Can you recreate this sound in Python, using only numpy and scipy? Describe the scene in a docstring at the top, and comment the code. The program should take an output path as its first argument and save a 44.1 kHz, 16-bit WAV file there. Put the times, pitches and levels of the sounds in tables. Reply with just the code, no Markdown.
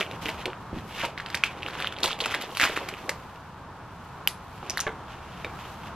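"""Sharp snaps over a dense crinkle: hands work a stiff plastic food bag at an outdoor table, close to a
two-port microphone. Folds are short swelling wavelets with a noise tick; crinkle, sliding film, slumping
contents and sleeves are clumped random grains. A folding knife clicks shut and is laid down, a pot is tapped,
things bump the table: damped modes. Snaps and the shutting knife return once from a hard surface nearby,
a short tail follows the near sounds, and a far road hums throughout as coloured noise."""
import sys
import numpy as np
from scipy import signal
from scipy.fft import rfft, irfft, next_fast_len
from scipy.io import wavfile
from scipy.ndimage import map_coordinates

SR = 44100
rng = np.random.default_rng(int(sys.argv[2]) if len(sys.argv) > 2 else 0)


def gain_from_decibels(decibels):
    """Convert decibel values to linear amplitude factors."""
    exponent = np.asarray(decibels, float) / 20
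    return 10 ** exponent


def generate_wav(sig):
    """Save sig (samples, or channels by samples) to the path in sys.argv[1] as 16-bit PCM at SR."""
    pcm = np.round(np.clip(np.atleast_2d(sig).T, -1, 1) * 32767).astype(np.int16)
    wavfile.write(sys.argv[1], SR, pcm)


N = 262761
ECHO_S, ECHO_DB = .0068, -12  # the nearby hard surface: delay, level under the direct sound
FLAT = [(100, 0)]  # f/Hz, level/dB


def unit(x):
    """Scaled to rms 1."""
    return x / np.sqrt(np.mean(x ** 2) + 1e-20)


def along(points, hz):
    """Reads (f/Hz, value) points on a log frequency axis."""
    f, v = np.transpose(points)
    return np.interp(np.log(hz + 1), np.log(f + 1), v)


def curves(rows):
    """A (t/s, level/dB) curve, one value per sample; -120 dB outside it."""
    return np.interp(np.arange(N) / SR, *np.transpose(rows), -120, -120)


def wobble(rate):
    """A smooth random curve, rate knots a second."""
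    knots = rng.standard_normal(int(N * rate / SR) + 4)
    return map_coordinates(knots, [np.arange(N) * rate / SR])


def strokes(rows):
    """Gain of overlapping gestures (t/s, peak level/dB, rise/s, fall/s), times per 20 dB; powers add."""
    t = np.arange(0, N + 32, 32) / SR
    s, db, rise_s, fall_s = np.transpose(rows)[:, :, None]
    rising = (s - t) / np.maximum(rise_s, .002)
    falling = (t - s) / np.maximum(fall_s, .002)
    away = np.where(t < s, rising, falling)
    gain = np.linalg.norm(gain_from_decibels(db - 20 * away), axis=0)
    return np.interp(np.arange(N) / SR, t, gain)


def swell(t, peak_s):
    """An envelope that builds to 1 at peak_s and dies away."""
    return (t / peak_s * np.exp(1 - t / peak_s)) ** 3


def ring(t, hz, t60, rise_s):
    """A damped vibration with a soft start."""
    return np.sin(2 * np.pi * hz * t) * gain_from_decibels(-60 * t / t60) * (1 - np.exp(-t / rise_s))


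def filtered(x, response):
    """x times a complex response of frequency."""
    m = next_fast_len(N + 8192)
    return irfft(rfft(x, m) * response(np.fft.rfftfreq(m, 1 / SR)), m)[..., :N]


def spread(pair, spectrum, alike):
    """Two unrelated signals coloured, then mixed to left and right as alike as asked; rms 1."""
    def response(hz):
        turn = np.arccos(np.clip(along(alike, hz), -1, 1)) / 2
        return gain_from_decibels(along(spectrum, hz)) * [np.cos(turn), np.sin(turn)]
    mid, side = filtered(pair, response)
    return unit(np.array([mid + side, mid - side]))


# Phase by which the left port leads, at a share of 1: f/Hz, lead/rad
PORT_LEAD = [(100, -0.25), (500, -.1), (2000, 0.18), (3500, -0.44), (5000, -1.5), (9000, -3), (12000, -1.8),
             (16000, -4)]


def ports(x, share):
    """Sound from one side reaches the two ports out of step; a negative share is the other side."""
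    sides = np.array([[1], [-1]])
    return filtered(x, lambda hz: np.exp(.5j * share * along(PORT_LEAD, hz) * sides))


def crackle(per_s, spread_db, clump_db, life_s):
    """Two trains of tiny random bursts that come in clumps."""
    sizes = gain_from_decibels(spread_db * np.minimum(rng.exponential(size=(2, N)), 3.5) + clump_db * wobble(60))
    sparks = sizes * (rng.random((2, N)) < per_s / SR)
    glow = signal.lfilter([1], [1, -np.exp(-1 / (life_s * SR))], sparks)
    return unit(glow * rng.standard_normal((2, N)))


def grains(per_s, pitch_hz, octaves, cycles, spread_db):
    """Small folds letting go at random: each a short wavelet at its own pitch; two unrelated sets."""
    draw = rng.random((int(per_s * N / SR), 4))
    pitches = pitch_hz * 2 ** (octaves * rng.standard_normal(len(draw)))
    hz = np.clip(pitches, 700, 9000)[:, None]
    k = np.arange(1, 160)
    size = gain_from_decibels(-spread_db * np.log(draw[:, 1:2] + 0.056))
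    wave = size * swell(k / SR, cycles / hz) * np.sin(2 * np.pi * (hz * k / SR + draw[:, 2:3]))
    where = (2 * N * draw[:, :1]).astype(int) + k
    both = np.bincount(where.ravel(), wave.ravel(), 2 * N + len(k) + 1)[:2 * N]
    return unit(both.reshape(2, N))


# Folds that buckle, and the knife's contacts as it is laid down:
# t/s, nominal level/dB, ring f/Hz, edge tick level/dB over it (before EDGE), flutter level/dB over it
SNAPS = [(.009, -10, 3070, 1, -31), (.014, -10.5, 2350, -10, -24.5), (0.028, -14.5, 2540, -7, -25),
         (.064, -26, 2800, -6, -20), (0.112, -23, 2400, -12, -21), (.113, -24, 3520, -8, -19),
         (.121, -32, 2800, -11.5, -16), (.258, -14, 2820, 3, -33), (0.264, -16, 2720, 0, -22),
         (.285, -17, 2840, 16, -20), (.29, -20, 2200, 6, -9), (0.3, -24, 4540, 0, -20),
         (.456, -14, 2410, -6.5, -13.5), (.457, -13.5, 3780, 2, -27.5), (0.502, -29, 2940, -5, -31),
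         (.531, -24, 1430, -22.5, -34), (.532, -27, 2600, -18, -33), (.972, -35, 2880, -11, -25),
         (1.004, -23, 2600, -10, -23), (1.013, -16, 2820, -5, -29), (1.029, -19.5, 1500, -15.5, -19),
         (1.051, -19.5, 2400, -8, -11), (1.057, -28.5, 4240, 19, -10), (1.1, -37.5, 4500, -24, -25),
         (1.1772, -19.5, 2100, -10, -22), (1.1773, -28, 3870, -8, -24), (1.1994, -19, 1630, -13, -26),
         (1.1998, -26, 3080, -10, -26), (1.2037, -23, 1900, -10, -25), (1.2036, -30, 4200, -8, -22),
         (1.221, -34, 2000, -10, -16.5), (1.2612, -22, 2830, -10, -18), (1.2617, -25.5, 1500, -10, -20),
         (1.262, -23, 4300, -10, -29), (1.286, -30, 2500, -10, -12), (1.3015, -27, 1900, 7, -9),
         (1.3017, -26, 4600, -5, -16), (1.3278, -29, 3200, -15, -22), (1.334, -32, 2700, -15, -18),
         (1.345, -9.5, 2170, -8, -15), (1.352, -12.5, 5060, 3, -19), (1.372, -20.5, 2400, -15, -11),
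         (1.437, 0, 2420, -26.5, -23), (1.4369, -12, 1580, -23.5, -16), (1.4381, -8, 2720, -17, -20),
         (1.443, -13.5, 2500, -5, -15), (1.623, -23, 2800, -2, -21), (1.631, -15, 2650, -7, -27),
         (1.663, -14.5, 2710, 2, -31), (1.68, -26, 3600, -5, -18), (1.684, -22.5, 1360, -2, -9),
         (1.707, -27.5, 3980, -5, -18), (1.733, -28, 3000, -5, -18), (1.752, -23, 1370, -9, -27),
         (1.794, -25.5, 2960, -5, -15), (1.802, -19.5, 1490, 12, -12), (1.8016, -24, 3480, -5, -18),
         (1.8232, -20, 3900, 0, -21), (1.8238, -15.5, 2430, 4, -18), (1.845, -16, 1450, -4, -20),
         (1.8446, -22, 2860, -5, -25), (1.872, -10.5, 3200, 10, -28), (1.9243, -24.5, 1460, -3, -10),
         (1.9237, -23.5, 3200, -7.5, -19), (1.965, -24, 3300, -17, -25.5),
         (1.9695, -26.5, 3100, -17.5, -41), (1.986, -27, 2400, -12, -14), (1.9864, -24, 4170, -8, -19),
         (2.003, -30, 1380, 15, -2), (2.0315, -14, 3700, 12, -10), (2.0334, -6, 3960, 10, -18),
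         (2.0412, -13, 4300, 13, -8), (2.042, -11.5, 1210, 10, -11), (2.046, -16, 3700, 0, -9),
         (2.0515, -18, 3300, 0, -12), (2.0575, -13, 3600, 12, -9), (2.059, -13, 3300, 5, -12),
         (2.0715, -20, 3400, -5, -18), (2.078, -19.5, 2330, 14, -7), (2.0785, -21, 3800, 0, -15),
         (2.1035, -22, 3500, -8, -18), (2.107, -20, 3200, -8, -20), (2.114, -13.5, 3300, -4.5, -16),
         (2.1207, -22, 3600, -8.5, -16), (2.1298, -13.5, 3400, -8, -23), (2.189, -27.5, 2570, 17, -8),
         (2.204, -12, 3020, -12, -19), (2.208, -10.5, 3870, -9, -23), (2.212, -15, 3500, -5, -15),
         (2.2154, -17, 4000, -5, -20), (2.2395, -16, 2840, -4, -16), (2.2476, -16, 2500, -4, -16),
         (2.2575, -10.5, 2400, 1, -9.5), (2.2592, -15, 1310, -5, -11), (2.293, -26, 3300, -17.5, -17),
         (2.303, -23, 3580, -10, -15), (2.3098, -21, 2200, -6, -12), (2.318, -22, 2600, 2, -10),
         (2.322, -21, 1320, -8, -9), (2.342, -13, 1780, 16, -18), (2.3411, -19, 3300, 5, -18),
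         (2.347, -15.5, 2200, 13, -6), (2.354, -21, 1990, 0, -13), (2.413, -26, 2400, 25, -7),
         (2.421, -22.5, 3740, 22, -8), (2.515, -30.5, 3320, 0.5, -16), (2.55, -20.5, 3220, -5, -13),
         (2.571, -14, 2520, 21, -24), (2.5715, -15, 4300, 10, -19), (2.5708, -20, 1200, 0, -24),
         (2.578, -21, 4400, -1, -10), (2.5977, -9, 1670, 4, -7), (2.606, -12, 2200, -1, -12),
         (2.6126, -8, 1720, 2, -7), (2.621, -13, 2070, -1, -8), (2.628, -22, 1590, 3, -6),
         (2.638, -10, 2600, -7, -7), (2.645, -14.5, 2570, -1, -7), (2.651, -12, 1570, 7, -8),
         (2.657, -18, 2200, 13, -6), (2.742, -26, 3000, 0, -18), (2.762, -23, 2300, 0, -10),
         (2.767, -12.5, 2450, 14, -19), (2.774, -15.5, 1400, -4, -10), (2.888, -18.5, 2120, 17, -7),
         (2.939, -21, 2630, 16, -27), (3.093, -18.5, 2030, 29, -8), (3.0926, -21.5, 4100, 12, -12.5),
         (3.0935, -15, 6050, 6.5, -9), (4.697, -21, 2460, -7, -14), (4.698, -10.5, 5700, 8, -16),
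         (4.705, -10.5, 5570, 1, -24), (4.773, -12, 1720, 18.5, -13.5), (4.78, -13.5, 4200, 11, -20),
         (4.792, -21.5, 1500, -2, -4.5), (4.803, -11, 6440, 10, -11), (4.809, -10, 6200, 15, -14.5),
         (4.876, -22, 3300, -10, -24), (5.446, -19, 2340, 2, -17)]
# A sharp edge through the port cavity: f/Hz, level/dB
EDGE = [(2500, -18), (4500, -27), (6000, -29), (9000, -17), (11300, -4.5), (13000, -12), (14500, -12),
        (16500, -11)]
# Where the hands are: t/s, how far off to one side (0-1)
HANDS = [(0, .6), (1, .7), (2, .9), (3, .8), (4.1, .05), (4.4, .05), (4.7, .8), (5.9, .7)]


def snaps():
    """A fold builds up and lets go in about two cycles at a pitch set by its size, then flutters;
    its sharp edge spits a bright tick."""
    t = np.arange(SR // 25) / SR
    folds = np.zeros((3, N + SR))  # ahead, aside, echo
    edges = np.zeros((4, N + SR))  # the same, then stray
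    for s, db, hz, edge_db, flutter_db in SNAPS:
        turn, fizz = rng.random(), rng.standard_normal((3, len(t)))
        fold = swell(t, 0.0002 + 1.01 / hz) * np.sin(2 * np.pi * (hz * t + turn))
        wide = signal.butter(1, [hz * .55, min(hz * 1.9, SR / 2.2)], "bandpass", fs=SR)
        flutter = unit(signal.lfilter(*wide, fizz[0])) * swell(t ** .5, 0.033)
        body = gain_from_decibels(db) * (fold + gain_from_decibels(flutter_db) * flutter)
        tick = swell(t, 0.00043) * fizz[1]
        tick *= gain_from_decibels(db + edge_db) / np.linalg.norm(tick)
        aside = np.clip(np.interp(s, *np.transpose(HANDS)), 0, 1)
        paths = [(0, 1 - aside), (0, aside), (ECHO_S, gain_from_decibels(ECHO_DB))]
        for path, (late_s, gain) in enumerate(paths):
            start = round((s + late_s) * SR)
            folds[path, start:][:len(t)] += gain * body
            edges[path, start:][:len(t)] += gain * tick
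        stray = swell(t, 0.00091) * fizz[2]  # what the fingers scatter differs between the ports
        stray *= aside * gain_from_decibels(db + edge_db - 11) / np.linalg.norm(stray)
        edges[3, round(s * SR):][:len(t)] += stray
    *ticks, stray = filtered(edges[:, :N], lambda hz: gain_from_decibels(along(EDGE, hz)))
    ahead, aside, echo = folds[:, :N] + ticks
    smear = rng.standard_normal(24) * gain_from_decibels(-np.arange(24) / 6.5)  # the reflector is uneven
    back = signal.fftconvolve(echo, smear / np.linalg.norm(smear))[:N]
    back = filtered(back, lambda hz: (1j * hz / (2600 + 1j * hz)) ** 2)  # and small: mostly treble returns
    return ahead + stray * [[1], [-1]] + ports(aside, 1.0) + ports(back, -0.22)


# Sudden jolts that set the film crinkling:
# t/s, peak level/dB, fall/s by 20 dB (at least 0.002), tight folds' level/dB above the rest
JOLTS = [(0, -29, 0.0541, -6), (.256, -32, 0.08, -6.5), (.46, -24, -0.02, -6), (1.178, -33.5, 0.05, -17),
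         (1.2, -41, .1, -14), (1.261, -39.5, 0.1, -12), (1.303, -40.5, 0.2, -8), (1.348, -24, .01, 0),
         (1.44, -33, 0.01, -20), (1.625, -43, 1.5, -12), (1.8, -35, 0.03, -15.5), (1.846, -28, 0, -19),
         (2.032, -30.5, 0.09, 4), (2.204, -32, .05, -2), (2.341, -28, 0.0243, -14), (2.573, -42, 0.25, 1),
         (2.762, -26, 0.0558, -11), (2.886, -39.5, 0.2, -9), (3.094, -43.5, 0.05, 4), (4.776, -27, .01, -3)]
# Slower kneading: t/s of the peak, peak level/dB, rise/s and fall/s by 20 dB (at least 0.002)
KNEADS = [(1.5, -46.5, 0.3, 1.5), (1.88, -34, 0.2, -0.2), (2.0, -49, 0.4, .5), (2.116, -32.5, .17, 0.03),
          (2.249, -32, .04, 0.1), (2.32, -36.5, 0.07, 0.27), (2.437, -34, .05, 0.05),
          (2.56, -40, .01, 0.45), (2.613, -23, 0.0138, 0.15), (2.8, -41, 0.1, 0.28)]
# Spectrum of the bag: f/Hz, relative level/dB per Hz
FILM = [(500, -16), (1300, 0), (2000, -0.5), (3200, -3.5), (4500, -20.5), (8000, -40.5)]
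# Spectrum of the tightest folds: f/Hz, relative level/dB per Hz
CRISP = [(2500, -2.5), (4200, -1), (6500, -2), (9000, -10.5), (12000, -3.5), (16000, -41)]
# Near sounds at the two ports: f/Hz, left-right likeness
NEAR_ALIKE = [(300, 1), (2000, 1), (3500, 0.95), (6000, 0.13), (12000, 0.85)]


def crinkle():
    """Small folds pop over a finer crackle, more so the harder the grip, the tightest ones brighter."""
    jolt_rise_s = 0.004  # by 20 dB
    knead_tight_db = -8.5  # tight folds above the rest
    jolts = [(s, db, jolt_rise_s, fall_s) for s, db, fall_s, _ in JOLTS]
    tight_jolts = [(s, db + tight_db, jolt_rise_s, fall_s) for s, db, fall_s, tight_db in JOLTS]
    tight_kneads = [(s, db + knead_tight_db, rise_s, fall_s) for s, db, rise_s, fall_s in KNEADS]
    grip = strokes(jolts + KNEADS)
    pinch = strokes(tight_jolts + tight_kneads)
    popping = np.clip((20 * np.log10(grip + 1e-9) + 54) / 26, .2, .65)
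    smooth = np.sqrt(1 - popping ** 2)
    fine = crackle(2200, 3, 2.8, .0004)
    pops = spread(grains(420, 2710, 0.42, 1.42, 2.6), FLAT, NEAR_ALIKE)
    tight_pops = spread(grains(450, 3770, 0.23, 1.14, 1.4), FLAT, NEAR_ALIKE)
    body = popping * pops + smooth * spread(fine, FILM, NEAR_ALIKE)
    tight = popping * tight_pops + smooth * spread(fine, CRISP, NEAR_ALIKE)
    return grip * body + pinch * tight


# The film slides under the fingers: t/s of the peak, peak level/dB, rise/s and fall/s by 20 dB (at least 0.002)
SLIDES = [(.165, -44.5, 0.2, -0.03), (.22, -40, .015, 0.13), (.418, -39, 0.14, 0.04),
          (.788, -43.5, 0.07, .05), (.97, -34.5, 0.09, 0.15), (1.015, -31.5, 0.08, 0.07),
          (1.055, -32, 0.04, 0.04), (1.462, -35, 0.04, 0.04), (2.63, -30, 0.04, 0.0855),
          (3.36, -40, -0.11, -0.19), (4.715, -43, 0.16, 0.1), (4.82, -40.5, 0.1, 0.08),
          (4.68, -52.5, 0.2, 0.7), (5.114, -43.5, .05, 0.09), (5.36, -50, 0.44, .5), (5.59, -48, 0, 0.4),
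          (5.655, -46, -0.04, 0.06), (5.886, -42.5, 0.12, -0.03)]
# Film drawn taut: f/Hz, relative level/dB per Hz
SLICK = [(500, -15), (1400, -4.5), (2000, -4.5), (2800, -1), (3600, -8.5), (4600, -19), (8000, -34)]


def sliding():
    """Taut film sliding smoothly: a dense grain, with the tight folds' colour 9 dB under it."""
    sheen = crackle(3500, 2.2, 1.5, .0005)
    slick = spread(sheen, SLICK, NEAR_ALIKE) + gain_from_decibels(-9) * spread(sheen, CRISP, NEAR_ALIKE)
    return strokes(SLIDES) * slick


# The loose contents slump: t/s of the peak, peak level/dB, rise/s and fall/s by 20 dB (at least 0.002)
SLUMPS = [(0, -19.5, .01, 0.02), (.04, -40.5, 5, .5), (.292, -26, .005, 0), (.388, -42, 0.1, 0.1),
          (.465, -35, 0.03, 0.07), (.992, -45, 0.5, -0.1), (1.038, -32.5, -0.13, 0.15),
          (1.72, -40.5, 0.7, .5), (1.842, -41.5, 0.3, 0.2), (2.002, -40, 0.2, 0.1),
          (2.044, -26.5, .01, 0.02), (2.07, -35.5, 0.13, 0.15), (2.212, -33, 0.06, .5),
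          (2.608, -32.5, .005, 0.17), (2.772, -31, 0.04, 0.11), (2.892, -41, 0.1, 0.1),
          (3.07, -42, 0.5, -0.07), (3.094, -40.5, 0.17, 0.18), (4.636, -41.5, -0.06, 0.46),
          (4.872, -32.5, -0.01, 0.16)]
# Spectrum of the contents: f/Hz, relative level/dB per Hz
CONTENTS = [(120, -12), (250, 7.5), (500, 10.5), (1100, 7), (2000, -26)]


def slumping():
    """The loose contents shift with a duller, sparser grain."""
    return strokes(SLUMPS) * spread(crackle(900, 3, 2, .0025), CONTENTS, NEAR_ALIKE)


def bag():
    """Crinkling, sliding and slumping reach the ports from the same side."""
    return ports(crinkle() + sliding() + slumping(), 0.89)


# Modes of handle and steel: f/Hz, level/dB under the click's gain, t60/s
KNIFE = [(2400, 3, 0.0026), (3070, 1.5, 0.0087), (4860, -8, .005), (10800, -8.5, 0.0076),
         (11600, -5.5, 0.0085), (12900, 0, 0.0065), (14900, 1, .007)]
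# Spectrum of the click's diffuse tail: f/Hz, relative level/dB per Hz
CLICK_TAIL = [(800, -21), (2000, -3), (5000, -3.5), (8000, -11), (11000, -2.5), (13500, -24), (16000, -30)]


def knife():
    """The spring slams the blade home: handle and steel ring for a few milliseconds, almost straight ahead,
    then the echo and a long, airy diffuse tail."""
    shut_s, shut_db, rattle_db = 4.2744, -3, -17  # rattle is relative to the click's gain
    tail_db, tail_t60_s = -32, 0.2
    t = np.arange(SR // 40) / SR
    click = gain_from_decibels(rattle_db - 60 * t / 0.031) * rng.standard_normal(len(t))
    for k, (hz, db, t60) in enumerate(KNIFE):
        click += (-1) ** k * gain_from_decibels(db) * ring(t, hz, t60, .00008)
    click *= gain_from_decibels(shut_db)
    smear = rng.standard_normal(80) * gain_from_decibels(-np.arange(80) / 4)
    answer = np.convolve(click, smear / np.linalg.norm(smear))[:len(t)]
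    direct, echo = np.zeros((2, N))
    direct[round(shut_s * SR):][:len(t)] = click
    echo[round((shut_s + ECHO_S) * SR):][:len(t)] = gain_from_decibels(ECHO_DB) * answer
    echo = filtered(echo, lambda hz: 1j * hz / (6000 + 1j * hz))
    since = np.arange(N) / SR - shut_s - ECHO_S
    fade = (since > 0) * gain_from_decibels(tail_db - 60 * np.abs(since) / tail_t60_s)
    buzz = fade * spread(rng.standard_normal((2, N)), CLICK_TAIL, NEAR_ALIKE)
    return buzz + ports(direct, 0.59) + ports(echo, -0.55)


def knocks(rows, modes):
    """Each contact rings the object's modes anew, their balance a little different every time."""
    out, t = np.zeros(N + SR), np.arange(SR // 5) / SR
    for s, db in rows:
        for hz, mode_db, t60 in modes:
            gain = gain_from_decibels(db - 7 + mode_db + 1.5 * rng.standard_normal())
            out[round(s * SR):][:len(t)] += gain * ring(t, hz, max(t60, .005), .0001)
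    return out[:N]


# The knife is laid down and rocks on the boards: t/s, level/dB (before knocks() trims 7 dB)
LAID = [(4.8672, -13), (4.869, -14), (4.876, -24), (4.881, -17), (4.892, -19)]
# Modes of the handle: f/Hz, relative level/dB, t60/s
HANDLE = [(428, -3.5, 0.038), (620, -9.5, .06), (880, -13, 0.053), (1152, -9, 0.052), (1400, -10, .06),
          (1540, 0, 0.021), (1701, -6.5, 0.062), (2040, -4, 0.022)]


def knife_laid():
    """The handle's modes ring at each contact with the boards."""
    return knocks(LAID, HANDLE)


# A finger taps the pot: t/s, level/dB (before knocks() trims 7 dB)
TAPS = [(5.4465, -24), (5.453, -36)]
# Modes of the pot: f/Hz, relative level/dB, t60/s
POT = [(2300, 5, 0.035), (2400, -5, .05), (2982, -14, .1), (3700, -2.5, 0.042), (4064, -11, .06)]


def pot_taps():
    """The pot's modes ring at each tap."""
    return knocks(TAPS, POT)


# Soft bumps on the table top: t/s, level/dB (before a 4 dB trim), nominal ring f/Hz,
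# nominal t60/s (at least 0.01), upper modes' and slap's level/dB: hard contact high, soft low
BUMPS = [(0.009, -24, 461, 0.049, 4), (0.256, -23.5, 312, 0.076, -10.5), (0.286, -27.5, 655, 0.14, -1),
         (0.457, -23.5, 368, 0.069, -11), (0.479, -23, 365, 0.096, -8.5), (0.7297, -19.5, 238, 0.028, -23),
         (.741, -25, 165, 0.062, -21.5), (.764, -28.5, 150, 0.064, -21), (.782, -30, 221, 0.03, -15),
         (1.034, -19.5, 692, 0.069, -20), (1.035, -24.5, 340, 0.072, -10), (1.043, -20, 900, 0.048, -23),
         (1.049, -24, 673, 0.11, -7), (2.696, -19, 424, 0.043, -5.5), (3.093, -17.5, 560, 0.035, 2),
         (4.629, -33, 240, 0.054, 1.5), (5.447, -22.5, 443, 0.035, -6), (5.461, -29.5, 342, 0.084, -15)]


def bumps():
    """A soft blow on boards: a few low, quickly damped modes around one pitch, and the contact's rough slap."""
    out, t = np.zeros(N + SR), np.arange(SR // 3) / SR
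    # pitch ratio, level/dB, share of t60
    low = [(1, -0.5, 1), (1.45, -1, 0.87), (2.3, -6.5, 1)]
    upper = [(3.35, 4.5, 0.34), (3.9, 6, 0.31), (4.7, 0, 0.28), (5.6, -4, 0.27)]
    for s, db, hz, t60, hard_db in BUMPS:
        t60 = max(t60, .01)
        knock = np.zeros(len(t))
        for ratio, mode_db, share in low + [(r, d + hard_db, k) for r, d, k in upper]:
            mode_hz = hz * ratio * gain_from_decibels(0.45 * rng.standard_normal())  # slightly mistuned at random
            knock += gain_from_decibels(mode_db) * ring(t, mode_hz, t60 * share, 0.00034)
        band = signal.butter(2, [hz * .7, hz * 5.5], "bandpass", fs=SR)
        rough = unit(signal.lfilter(*band, rng.standard_normal(len(t))))
        slap = rough * gain_from_decibels(hard_db - 6 - 60 * t / (1.6 * t60))
        out[round(s * SR):][:len(t)] += gain_from_decibels(db - 4.0) * (knock + slap)
    return out[:N]


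# A hand lands and leans on the table: t/s of the peak, rumble level/dB, rise/s and fall/s by 20 dB
NUDGE = [(.736, -34.5, .008, .14), (.768, -39, .02, .1)]
# Spectrum of the boards: f/Hz, relative level/dB per Hz
BOARDS = [(30, -12), (65, -2), (150, 3), (220, 0.5), (300, -1), (420, -10), (900, -46.5)]
# Road, sleeves and boards at the two ports: f/Hz, left-right likeness
ROAD_ALIKE = [(60, .9995), (130, 0.99), (200, 0.99), (300, 0.72), (700, 0.95), (1500, 0.97), (3000, 0.61),
              (6000, 0.016), (12000, 0)]


def nudge():
    """The table's boards shudder under a hand."""
    return strokes(NUDGE) * spread(crackle(400, .5, .5, 0.014), BOARDS, ROAD_ALIKE)


# Arm movements: t/s of the peak, swish level/dB, rise/s and fall/s by 20 dB (at least 0.002)
SWISHES = [(0, -36.5, .1, 0.07), (.218, -38, .012, 0.16), (.27, -53, 0.7, .7), (.6, -62, -1.5, 6),
           (.93, -47, 0.26, 0.2), (1.676, -49, 0, 0.1), (2.605, -36, 0.17, 0.33), (2.988, -49, .05, 0.8),
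           (4.05, -57.5, 0.6, 0.5), (4.55, -53.5, 0.9, .6), (5.12, -48, -5, -0.8), (5.702, -49.5, 1, 0.5)]
# Spectrum of the fabric: f/Hz, relative level/dB per Hz
NYLON = [(1200, -7), (2500, 17.5), (4000, 12.5), (6000, 9), (9000, 3.5), (12000, 8.5), (16000, 7.5)]


def sleeves():
    """Slick fabric sliding on itself: a very fine, dense grain that never rests quite still."""
    rest_db = -81
    return np.hypot(strokes(SWISHES), gain_from_decibels(rest_db)) * spread(crackle(4500, 1.8, 0.65, 0.00099), NYLON, ROAD_ALIKE)


# Scatter from trees and fence: f/Hz, t60/s
YARD = [(300, 0.22), (2500, 0.2), (8000, 0.19), (14000, 0.014)]


def yard(x):
    """A short diffuse tail; each frequency dies at its own speed."""
    noise = spread(rng.standard_normal((2, N)), FLAT, NEAR_ALIKE)[:, :SR // 3]
    hz, t, z = signal.stft(noise, SR, nperseg=256)
    tail = signal.istft(z * gain_from_decibels(-60 * t / along(YARD, hz)[:, None]), SR, nperseg=256)[1]
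    late = np.pad(x, ((0, 0), (400, 0)))  # the tail starts 400 samples late
    return signal.fftconvolve(late, tail / np.linalg.norm(tail[0]), axes=1)[:, :N]


# Road loudness before its drift: t/s, level/dB
TRAFFIC = [(0, -39.5), (1.6, -40), (2.4, -41.5), (3, -41), (4.2, -40), (4.7, -40), (5.96, -38.5)]
# Spectrum of the road: f/Hz, relative level/dB per Hz
ROAD = [(20, -14), (40, -9), (70, -0.5), (170, -0.5), (260, -8.5), (600, -10), (950, -3), (1400, -8),
        (2000, -18.5), (3500, -24.5), (7000, -34.5), (16000, -46.5)]


def road():
    """Far tyres roar near 1 kHz over an engine rumble; the level drifts slightly."""
    drift_db = 0.4 * wobble(3) + .8 * wobble(5.4)
    return gain_from_decibels(curves(TRAFFIC) + drift_db) * spread(rng.standard_normal((2, N)), ROAD, ROAD_ALIKE)


def scene():
    """Bag, bumps and knocks, a little to the right, with their tail; then knife click, sleeves and road."""
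    near = snaps() + bag() + knife_laid() + pot_taps() + bumps() + nudge()
    near = near * gain_from_decibels([[-.4], [.4]])
    tail = gain_from_decibels(-14.5) * yard(near)
    return near + tail + knife() + sleeves() + road()


def low_pass(x):
    """Removes everything above the highest recorded frequency."""
    return signal.sosfilt(signal.butter(12, 16630, fs=SR, output="sos"), x)


# Microphone response: f/Hz, level/dB
MICROPHONE = [(20, -0.5), (8000, -3), (12500, -5), (14000, -9.5), (15500, -19.5), (16600, -24)]


def record(dry):
    """The microphone rolls off the top."""
    mix = filtered(dry, lambda hz: gain_from_decibels(along(MICROPHONE, hz)))
    return low_pass(mix)


dry = scene()
out = record(dry)
generate_wav(out)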